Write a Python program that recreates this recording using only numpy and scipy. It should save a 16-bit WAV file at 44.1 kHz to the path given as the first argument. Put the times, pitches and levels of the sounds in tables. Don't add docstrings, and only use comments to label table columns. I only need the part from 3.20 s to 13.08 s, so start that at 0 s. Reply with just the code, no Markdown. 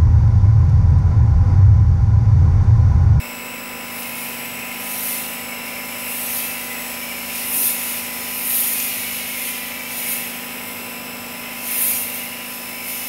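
import sys
import numpy as np
from scipy import signal
from scipy.fft import rfft, irfft
from scipy.io import wavfile
from scipy.ndimage import uniform_filter1d, map_coordinates

SR = 44100
rng = np.random.default_rng(int(sys.argv[2]) if len(sys.argv) > 2 else 0)


def invert_db(x):
    u = np.asarray(x, float) / 20
    return 10 ** u


def dump_mix(stems):
    frames = np.atleast_2d(stems).T
    limited = np.clip(frames, -1, 1)
    pcm = np.round(limited * 32767).astype(np.int16)
    wavfile.write(sys.argv[1], SR, pcm)


N = 435708


def unit(x):
    return x / np.sqrt(np.mean(x ** 2) + 1e-20)


def along(points, hz):
    f, v = np.transpose(points)
    return np.interp(np.log(hz + 1), np.log(f + 1), v)


def curves(rows, t=None):
    s, *columns = np.transpose(rows)
    t = np.arange(N) / SR if t is None else t
    return [np.interp(t, s, column) for column in columns]


def curve(rows, t=None):
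    return curves(rows, t)[0]


def wobble(rate):
    coarse = np.arange(0, N + 256, 256)
    knots = rng.standard_normal(int(N * rate / SR) + 4)
    return np.interp(np.arange(N), coarse, map_coordinates(knots, [coarse * rate / SR]))


def coloured(points, x=None):
    x = rng.standard_normal(N) if x is None else x
    return irfft(rfft(x) * invert_db(along(points, np.fft.rfftfreq(N, 1 / SR))), N)


def rush(shape, patchy_db, source=None, size=512, count=4):
    source = rng.standard_normal(N) if source is None else source
    hz, t, z = signal.stft(source, SR, nperseg=size)
    field = uniform_filter1d(rng.standard_normal(z.shape), size=count, axis=0)
    field = uniform_filter1d(field, size=10, axis=1)
    gain = shape(hz[:, None], t) * invert_db(patchy_db * unit(field))
    gain /= np.sqrt(np.mean(gain ** 2, axis=0))
    return unit(signal.istft(z * gain, SR, nperseg=size)[1][:N])


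def droplets(spread_db, share):
    sizes = np.minimum(rng.exponential(size=N), 4.2)
    hits = rng.standard_normal(N) * invert_db(spread_db * sizes)
    return np.sqrt(share) * unit(hits) + np.sqrt(1 - share) * rng.standard_normal(N)


def tone(angle, db, unsteady_db, drift=0, start=None):
    wander = wobble(3)
    start = rng.uniform(0, 2 * np.pi) if start is None else start
    phase = angle + start + drift * np.roll(wander, SR)
    level = invert_db(np.float32(db + unsteady_db * wander))
    return np.sqrt(2) * level * np.sin(np.float32(phase % (2 * np.pi)))


# (time [s], frequency [Hz], level [dB])
CAR = [(0, 54.8, -77.5), (3.4, 60, -59.5), (3.9, 66.6, -57.5), (4.3, 72, -56.5), (4.5, 72, -67.5),
       (4.75, 76, -54), (5.1, 84, -53.5), (5.4, 86.2, -72), (5.9, 91.5, -52.5), (6.5, 92, -70),
       (7.3, 98.1, -64), (8.1, 95.1, -59.5), (8.8, 94.6, -54), (9.3, 93.2, -61), (9.88, 89.3, -60.5)]
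# (time [s], frequency [Hz], level [dB])
TRUCK = [(0, 138, -75), (.7, 138, -65.5), (.9, 140, -51.5), (1.4, 140.8, -53.5), (1.7, 140, -63),
         (2.4, 139.5, -63.5), (3, 138, -76.5), (9.88, 138, -81)]
# (frequency [Hz], level [dB])
MAINS = (119.8, -64)


def far_car():
    out = np.zeros(N)
    for hz, db in (curves(CAR), curves(TRUCK)):
        rough_hz = hz * (1 + .015 * wobble(8))
        out += tone(2 * np.pi * np.cumsum(rough_hz) / SR, db, 1.5)
    mains_hz, mains_db = MAINS
    return out + tone(2 * np.pi * mains_hz * np.arange(N) / SR, mains_db, 2.46)


# (time [s], peak [dB])
DROPS = [
    (0.7901, -21.5),
    (0.8314, -20.5),
    (2.1494, -24),
    (2.1944, -26),
    (2.5394, -25.5),
    (2.6054, -28.5),
    (5.3059, -9.5),
    (5.6017, -9),
    (6.9041, -19),
]


def drop_ticks():
    ticks, t = np.zeros(N), np.arange(200) / SR
    for s, db in DROPS:
        ticks[round(s * SR):][:200] += invert_db(db - 4.5 - 60 * t / 0.0071) * rng.standard_normal(200)
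    return coloured(PATTER, ticks)


# (time [s], frequency [Hz], level [dB], decay by 60 dB [s])
THUD = [
    (4.335, 285, -39.5, 0.36),
]


def panel_thud():
    out, t = np.zeros(N + SR), np.arange(SR // 2) / SR
    band = signal.butter(2, [250, 560], "band", fs=SR)
    for s, hz, db, t60 in THUD:
        swell = invert_db(db + 12.5 - 60 * t / t60) * (1 - np.exp(-t / 0.058))
        mode = np.sin(2 * np.pi * hz * t * (1 - .15 * t))
        drum = unit(signal.lfilter(*band, rng.standard_normal(len(t))))
        out[round(s * SR):][:len(t)] += swell * (mode + .7 * drum)
    return out[:N]


# (time [s], peak [dB])
SPLATS = [(0.7896, -21), (0.8094, -18.5), (0.8325, -17), (0.8724, -18), (0.9044, -21), (0.9544, -17.5),
          (0.9694, -17.5), (0.9844, -20.5), (1.0294, -20), (1.0394, -20.5), (1.0494, -20.5), (1.0614, -21),
          (5.1794, -16), (5.2995, -6), (5.6244, -11)]


def splats():
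    out, t = np.zeros(N), np.arange(400) / SR
    for s, db in SPLATS:
        out[round(s * SR):][:len(t)] += invert_db(db - 2.5 - 60 * t / 0.017) * rng.standard_normal(len(t))
    return coloured(FIZZ, out)


# (time [s], force [dB], approach [s per 10 dB], leaving [s per 10 dB])
SWEEPS = [(0.792, -34, -0.13, 0.77), (0.974, -34, 0.01, 0.39), (1.599, -33, 0, -0.04),
          (1.735, -29, 0.1365, 0.17), (1.892, -24.0, 0.1865, 0.24), (2.458, -37.5, 0.02, 0.46),
          (2.917, -31, 0.1644, 1.18), (3.183, -25.5, 0.4025, 0.19), (3.644, -37, 0.32, 1.5),
          (4.16, -29, 0.05, 0.24), (4.365, -22, 0.1029, 0.23), (4.473, -19, 0.1613, 0.061),
          (4.687, -27.5, 0.514, 0.1), (4.758, -28, 0.11, 0.13), (5.0, -32.0, 0.79, -0.8),
          (5.187, -32.5, 0.11, 0), (5.358, -18.5, 0.1767, 0.4658), (5.65, -26, 0.04, -0.02),
          (5.972, -32, 0.24, 0.07), (6.292, -27.5, 0.26, 0.0566), (6.365, -31, 0.38, 0.35),
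          (6.72, -31.5, 0.03, 0.07), (6.781, -28, 0.06, 0.28), (6.918, -23.5, 0.1023, 0.1375),
          (7.199, -38, 0.3, 0.62), (7.484, -36.5, 0.16, 0.41), (8.2, -41.5, 0.32, -0.2),
          (9.33, -35.5, 0.16, 0.13), (8.42, -42.5, 0.12, 0.54), (8.48, -30.5, 0.0648, 0.28),
          (8.515, -29.5, 0.0467, 0.22), (8.622, -21, 0.04, 0.0781), (8.82, -32, 0.2, 0.07),
          (8.558, -23.5, 0.067, 0.2268), (8.67, -19, 0.147, 0.1877), (8.77, -28, 0.1033, 0.0859),
          (8.942, -29.5, 0, 0.156), (9.49, -36, 0.5, 0.48), (9.69, -28.5, 0.06, 1)]


def jet_force():
    mist_db, round_s, step_s = -52.5, 0.016, .002
    t = np.arange(0, N / SR + .01, step_s)
    s, db, approach, leaving = np.transpose(SWEEPS)[:, :, None]
    passes = db - 10 * np.where(t < s, (s - t) / np.abs(approach), (t - s) / np.abs(leaving))
    power = invert_db(2 * mist_db) + np.sum(invert_db(2 * passes), axis=0)
    window = np.hanning(int(round_s / step_s) + 2)
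    power = np.convolve(power, window / window.sum(), "same")
    return np.transpose([t, 10 * np.log10(power + 1e-9)])


# (frequency [Hz], density [dB per Hz])
FIZZ = [(6000, -33.5), (7700, -22), (8300, -13), (9330, -1.5), (10300, -1), (11200, -4.5), (12000, -0.5),
        (12700, 2), (15100, -7), (15600, -6), (16000, -6)]


def fizz(force, flutter_db):
    source = droplets(spread_db=5.0, share=0.403)
    noise = rush(lambda hz, t: invert_db(along(FIZZ, hz)) + 0 * t, patchy_db=1.1, source=source)
    return invert_db(curve(force) + 1.63 + flutter_db) * noise


# (frequency [Hz], density [dB per Hz])
PATTER = [(900, -14.5), (1800, -6), (3500, 1.5), (5000, -1), (7100, 1.5), (7650, -9.5), (8300, -4.5),
          (9500, -2), (12000, -36)]
# (time [s], level [dB])
FOAM = [(0, -0.5), (1.4, -0.5), (1.95, 1), (2.95, -1.5), (3.2, 2.5), (3.55, 1), (4.1, 2.5), (4.2, 3),
        (4.3, -2), (4.42, 0), (4.52, 1.5), (4.65, 1.5), (4.9, 1.5), (5.05, 2.5), (5.25, -1.5), (5.32, -0.5),
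        (5.45, 1), (5.7, 3), (6.05, 2.5), (6.25, 2), (6.45, 2), (6.7, 2.5), (6.92, 0.5), (7.15, 1),
        (7.45, -4.5), (7.62, -0.5), (7.8, -3), (8.3, -0.5), (8.46, -1), (8.49, 0), (8.65, -2), (8.77, 1.5),
        (8.8, -1.5), (8.83, -1), (9.0, 0), (9.58, -0.5), (9.7, -0.5), (9.88, 1)]


def patter(force, flutter_db):
    def shape(hz, t):
        tilt_db = 0.138 * (curve(force, t) + 30) * np.log2((hz + 1) / 5000)
        return invert_db(along(PATTER, hz) + tilt_db)
    noise = rush(shape, patchy_db=1.54, source=droplets(spread_db=3.0, share=0.13))
    level_db = -40.5 + 0.675 * (curve(force) + 30) + curve(FOAM)
    return invert_db(level_db + 1.7 + .5 * flutter_db) * noise


def splash():
    force = jet_force()
    flutter_db = 0.236 * wobble(12) + 0.33 * wobble(35)
    return fizz(force, flutter_db) + patter(force, flutter_db)


# (time [s], level [dB])
NOZZLE = [(0.0, -35.5), (0.55, -36), (0.85, -35), (1.0, -33.5), (1.3, -33), (1.55, -32.5), (1.7, -35),
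          (1.92, -33.5), (2.75, -32.5), (3.2, -33.5), (4.2, -33), (5.47, -33), (5.56, -31), (5.65, -31.5),
          (6.05, -31.5), (6.8, -33), (6.85, -30), (7.01, -33), (8.03, -37.5), (8.45, -34.5), (8.52, -32.5),
          (9.19, -34.5), (9.37, -38.5), (9.6, -33.5), (9.88, -35.5)]
# (frequency [Hz], density [dB per Hz])
LANCE = [(1400, -25), (1800, -8.5), (2050, -0.5), (2300, 0), (2700, -1), (2950, -3.5), (3200, -11),
         (3600, -27)]
# (time [s], lag [ms])
ECHO = [(0.68, 1.88), (0.8, 2.3), (1.95, 2.33), (2.3, 1.82), (2.9, 1.84), (3.4, 1.46), (3.95, 1.74),
        (4.45, 1.52), (4.66, 2.32), (5.05, 2.65), (5.3, 2.05), (5.92, 2.68), (6.9, 3.13), (7.55, 3.25),
        (7.85, 2.32), (8.4, 1.88), (9.2, 1.8), (9.6, 1.38)]
# (time [s], frequency [Hz], lift [dB])
WHISTLES = [(.1, 2137, 4.5), (.65, 2226, 3.5), (.95, 2180, 4.5), (1.1, 2500, 3.5), (1.3, 2120, 3.5),
            (1.5, 2480, 6.5), (1.58, 2135, 3.5), (2.2, 2360, 4.5), (2.2, 2214, 7), (2.65, 2111, 8.5),
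            (2.7, 2330, 5), (3.45, 2026, 7.5), (3.6, 2530, 3), (3.85, 2294, 7), (4.4, 2550, 7),
            (4.65, 2076, 3.5), (5.0, 2248, 7), (5.3, 2447, 5), (5.6, 2110, 1.5), (5.75, 2860, 5),
            (5.8, 2275, 5), (6.0, 2890, 4.5), (6.05, 2213, 7), (6.2, 2103, 6.5), (6.35, 2400, 4),
            (6.4, 1958, 7), (6.65, 2332, 8.5), (6.85, 2221, 9), (7.0, 2860, 3), (7.55, 2110, 7),
            (8.6, 2447, 6), (9.1, 2195, 4), (9.15, 2863, 7), (9.6, 2287, 7.5), (9.3, 2142, -4.5),
            (9.42, 2320, -4.5), (8.38, 2375, -8.5), (2.5, 1900, -5), (5.62, 2510, 3.5), (6.05, 2660, 2),
            (4.4, 2796, 8), (2.7, 2686, 3.5), (5.8, 1980, 3.5), (9.0, 2370, 3)]
# (time [s], lift [dB])
NEAR = [(0, -1.5), (5.8, 0), (6.0, 9.5), (6.3, 13.5), (6.48, 12.5), (6.56, 4), (6.75, 9), (7.1, 10.5),
        (7.5, 6), (8.3, 6.5), (8.6, 2.5), (9.88, 0)]


def nozzle():
    half_s, half_hz = .15, 30
    near_hz, near_width_hz = 3563, 350

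    def bands(hz, t):
        lag_s = curve(ECHO, t) / 1000
        whistle_db = 0
        for s, centre_hz, db in WHISTLES:
            whistle_db += db * np.exp(-((t - s) / half_s) ** 2 - ((hz - centre_hz) / half_hz) ** 2)
        near_db = curve(NEAR, t) * np.exp(-((hz - near_hz) / near_width_hz) ** 2)
        comb = np.abs(1 + 0.172 * np.exp(-2j * np.pi * hz * lag_s))
        return invert_db(along(LANCE, hz) + near_db + 1.22 * whistle_db) * comb

    crackle = droplets(spread_db=6.0, share=0.286)
    hiss = rush(bands, patchy_db=2.1, source=crackle, size=2048, count=2)
    return invert_db(curve(NOZZLE) - .3 + .2 * wobble(9)) * hiss


# (frequency [Hz], density [dB per Hz])
BRUSHES = [(2900, -30), (3300, 0), (3950, 2), (4450, -4), (5000, -1.5), (5650, .5), (6000, -4), (6750, -9),
           (7350, 2), (7700, -6.5), (8050, -2), (10400, 0), (11300, -4), (13100, 6.5), (13800, 3),
           (14200, -2), (15700, 3)]


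def brushes(angle):
    turn = rng.standard_normal(1024)
    place = angle / (2 * np.pi) % 1
    repeating = turn[(place * len(turn)).astype(int)]
    return invert_db(-37.5) * unit(coloured(BRUSHES)) + invert_db(-41.0) * unit(coloured(BRUSHES, repeating))


# (frequency [Hz], density [dB per Hz])
FAN = [(15, -51), (28, -22), (38, -31), (55, -18), (75, -14), (100, -5.5), (150, -12), (330, -8), (600, -5),
       (950, -9.5), (1100, -8), (1700, -10), (2600, -15.5), (3500, -27)]


def fan(path_db):
    return invert_db(path_db - 5.5 + 0.315 * wobble(4)) * unit(coloured(FAN))


# (frequency [Hz], density [dB per Hz])
CASING = [(300, -36.5), (430, -3), (600, -3.5), (800, -0.5), (920, -9.5), (1200, -32)]


def casing(angle, level_db):
    stroke = np.cos((5 - PUMP) * angle - 3.1)
    return invert_db(level_db - 7 + 0.64 * wobble(3.6) + .7 * stroke) * unit(coloured(CASING))


# (time [s], shaft multiple, change [dB])
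FADES = [(0.33, 50, 5), (0.88, 50, 3), (1.6, 50, 3), (2.58, 50, -11), (3.28, 50, 7), (4.03, 50, -13),
         (4.48, 50, -9), (4.93, 50, -12), (6.28, 50, -4), (7.43, 50, -8), (7.78, 50, -9), (8.83, 50, -5),
         (9.7, 50, 7), (1.12, 51, -8), (4.08, 51, 5), (4.58, 51, 3), (7.72, 51, 4), (0.33, 101, -10),
         (0.7, 101, -4), (3.3, 101, 3), (5.13, 101, -12), (6.02, 101, -6), (6.58, 101, -13), (8.25, 101, 3),
         (0.28, 250, -11), (0.68, 250, -7), (2.68, 250, -5), (3.05, 250, 4), (4.83, 250, -8),
         (6.98, 250, 4), (9.68, 250, 5), (0.38, 299, 5), (0.85, 299, 7), (2.5, 299, -5), (3.22, 299, 5),
         (4.38, 299, -7), (4.93, 299, -12), (6.48, 299, -9), (6.98, 299, 9), (7.93, 299, -16),
         (8.48, 299, -8), (9.02, 299, -10), (9.58, 299, 8)]


def fading(order):
    half_width_s = .2
    t = np.arange(0, N / SR + .02, .01)
    change_db = np.zeros(len(t))
    for s, k, db in FADES:
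        if k == order:
            change_db += db * np.exp(-((t - s) / half_width_s) ** 2)
    return np.interp(np.arange(N) / SR, t, change_db)


# (shaft multiple, level [dB], loss once someone stands in its path [dB])
MESH = [(50, -48, 2.3), (51, -49, -2.3), (101, -54.8, 1), (250, -48, 1.5), (299, -53.8, 3.9)]
# (shaft multiple, level [dB], loss once someone stands in their path [dB])
SIDES = [(46, -62, 0), (48, -57, 2), (49, -54, -1), (92, -62, -3), (98, -68, 3), (104.545, -59, 5),
         (108, -58, 6), (142, -57, 9), (145.455, -72, -11), (148, -65, -3), (149, -57.5, 5), (151, -60, 9),
         (152, -61, 0), (199, -63, 0), (200, -54, 2), (201, -58, 1), (204.545, -62, 0), (245.455, -55, 0),
         (249, -57, 0), (251, -55, -3), (252, -55, 3), (254.545, -56, 8), (263, -60, 0), (298, -58, 12),
         (300, -59, 12)]
# (time [s], level [dB])
GEAR_99 = [(0, -51), (.75, -49.5), (1.3, -57.5), (1.95, -55), (2.2, -65), (2.6, -48.5), (2.9, -68),
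           (3.1, -52), (3.6, -53.5), (3.75, -59.5), (4.15, -49), (4.6, -63.5), (4.88, -68), (5.05, -50.5),
           (5.5, -52.5), (6.5, -50), (6.8, -51.5), (7.1, -49), (9.2, -53), (9.88, -48)]
GEAR_100 = [(0.0, -51), (0.1, -51.5), (0.22, -64.5), (0.76, -49.5), (1.78, -53), (2.38, -44.5),
            (2.58, -45.5), (2.84, -45.5), (3.18, -53), (3.46, -53.5), (3.7, -45.5), (3.84, -44),
            (4.82, -47), (4.96, -43.5), (5.48, -51.5), (5.84, -53.5), (5.94, -48.5), (7.54, -53.5),
            (7.9, -46.5), (8.74, -51.5), (9.22, -50), (9.32, -46), (9.48, -44), (9.86, -44.5)]
GEAR_150 = [(0, -49), (.2, -44), (.75, -49), (1.0, -52), (1.2, -46.5), (1.35, -44.5), (1.6, -49.5),
            (1.9, -45.5), (2.3, -44), (2.5, -52), (2.7, -49), (3.08, -42.5), (3.16, -51), (3.35, -50),
            (3.6, -44), (3.72, -44), (3.8, -51.5), (4.0, -49.5), (4.9, -49), (5.15, -62), (5.4, -53.5),
            (6.0, -57.5), (6.2, -53.5), (6.4, -61.5), (6.9, -48), (7.1, -52), (8.0, -48.5), (8.3, -56),
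            (9.5, -54.5), (9.75, -59.5), (9.88, -58)]


def gear_whine(angle, shade):
    out = np.zeros(N)
    for k, db, loss_db in MESH:
        level_db = db + .9 - loss_db * shade + fading(k)
        out += tone(k * angle, level_db, .6, drift=.25, start=TONE_START.get(k))
    for k, db, loss_db in SIDES:
        out += tone(k * angle, db - loss_db * shade, 1.5, start=TONE_START.get(k))
    for k, rows in [(99, GEAR_99), (100, GEAR_100), (150, GEAR_150)]:
        out += tone(k * angle, curve(rows), .5, drift=.15, start=TONE_START[k])
    return out


PUMP = 50 / 11
# (shaft multiple, level [dB])
SHAFT = [(1, -64.1), (2, -59.6), (3, -57.8), (4, -62.7), (5, -48.8), (7, -61.3), (8, -58.5), (9, -55.2),
         (10, -52.1), (11, -53.0), (12, -55.7), (14, -60.4), (15, -50.8), (16, -54.3), (17, -54.6),
         (19, -45.2), (21, -58.9), (23, -57.4), (24, -52.5), (25, -63.0), (26, -51.0), (27, -63.3),
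         (28, -56.7), (29, -61.6), (30, -58.0), (31, -61.3), (32, -61.5), (33, -56.5), (34, -57.7),
         (35, -59.1)]
# (shaft multiples away, level [dB])
PUMP_SIDES = [(-1, -50.8), (0, -41.5), (1, -57.2), (2, -63.0), (5, -55.7), (7, -55.2), (8, -61.5),
              (10, -59.2), (11, -63.8), (14, -63.0)]
# (pump multiple, level [dB])
PUMP_OVER = [(2, -61.6), (3, -59.6), (4, -63.0), (5, -58.8)]
TONE_START = {3: 2.8, PUMP - 1: -1.7, PUMP: 2.2, 5: .5, PUMP + 1: -.5, 99: -.5, 100: 0, 101: -.6, 149: .5,
              150: 0, 151: .5}


def motor_hum(angle, shade):
    tones = list(SHAFT)
    tones += [(PUMP + k, db) for k, db in PUMP_SIDES]
    tones += [(PUMP * k, db) for k, db in PUMP_OVER]
    out = np.zeros(N)
    for k, db in tones:
        level_db = db + np.clip(k / 20, 0, 1) * (.6 - 1.8 * shade)
        unsteady_db = np.clip(-.1 * (db + 38), 0, 2.5)
        out += tone(k * angle, level_db, unsteady_db, start=TONE_START.get(k))
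    return out


# (time [s], speed [rpm])
SPEED = [(0.0, 3139.7), (0.2, 3138.5), (0.75, 3139.8), (1.2, 3143.5), (1.55, 3142.7), (2.2, 3144.5),
         (2.6, 3146.8), (2.95, 3144.8), (3.25, 3141.8), (3.55, 3143.8), (3.9, 3147.3), (4.3, 3147.1),
         (4.45, 3146.2), (4.8, 3146.0), (5.35, 3150.8), (5.65, 3151.3), (6.0, 3148.7), (6.5, 3149.2),
         (6.95, 3151.8), (7.25, 3150.7), (7.95, 3149.8), (8.25, 3152.1), (8.8, 3150.9), (9.15, 3151.5),
         (9.7, 3155.5), (9.9, 3155.4)]
# (time [s], washer level [dB], casing roar re that [dB])
WASHER = [(0.0, -36.5, -5.5), (0.02, -35.5, -12), (1.4, -35.5, -5.5), (3.85, -35.5, -4.5),
          (6.33, -36.5, -9.5), (7.26, -35, -10.5), (8.23, -35, -7.5), (9.85, -37.5, -7), (9.88, -36.5, -4)]
# (time [s], shading [0-1])
SHADE = [(0, 0), (5.0, 0), (5.4, 1), (9.88, 1)]


def washer():
    angle = 2 * np.pi * np.cumsum(curve(SPEED)) / 60 / SR
    path_db, casing_db = curves(WASHER)
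    shade = curve(SHADE)
    tones = invert_db(path_db + 36.0) * motor_hum(angle, shade) + gear_whine(angle, shade)
    return tones + fan(path_db) + casing(angle, path_db + casing_db) + brushes(angle)


def scene():
    background = far_car() + drop_ticks() + panel_thud() + splats()
    return np.tile(background + splash() + nozzle() + washer(), (2, 1))


# (time [s], low [Hz], high [Hz], difference re band [dB])
SLIPS = [(.305, 11650, 13200, -9), (.398, 4150, 5280, -6), (.467, 9600, 11750, -3), (1.187, 4150, 5280, -6),
         (1.98, 5050, 6400, -6), (2.325, 5600, 7650, -5), (2.696, 5600, 7650, -5),
         (3.625, 10950, 13200, -5), (4.438, 4550, 5850, -6), (4.647, 12300, 13900, -6),
         (6.551, 8200, 9750, -5), (6.551, 14400, 15900, -4), (8.385, 14400, 15900, -5)]


def slips(x):
    n = round(.046 * SR)
    apart, hz = np.zeros(N), np.fft.rfftfreq(n, 1 / SR)
    for s, low_hz, high_hz, db in SLIPS:
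        start = round(s * SR) - n // 2
        band = (hz > low_hz) & (hz < high_hz)
        level = np.std(irfft(rfft(x[start:start + n]) * band, n))
        noise = unit(irfft(rfft(rng.standard_normal(n)) * band, n))
        apart[start:start + n] += invert_db(db) * level * np.hanning(n) ** .5 * noise
    return apart


def band_limit(x):
    return signal.sosfilt(signal.butter(12, 16590, fs=SR, output="sos"), x)


def record(dry):
    kept = irfft(rfft(dry) * (np.fft.rfftfreq(N, 1 / SR) < 15745), N)
    mix = kept + slips(kept[0]) * [[1], [-1]]
    return band_limit(mix)


dry = scene()
out = record(dry)
dump_mix(out)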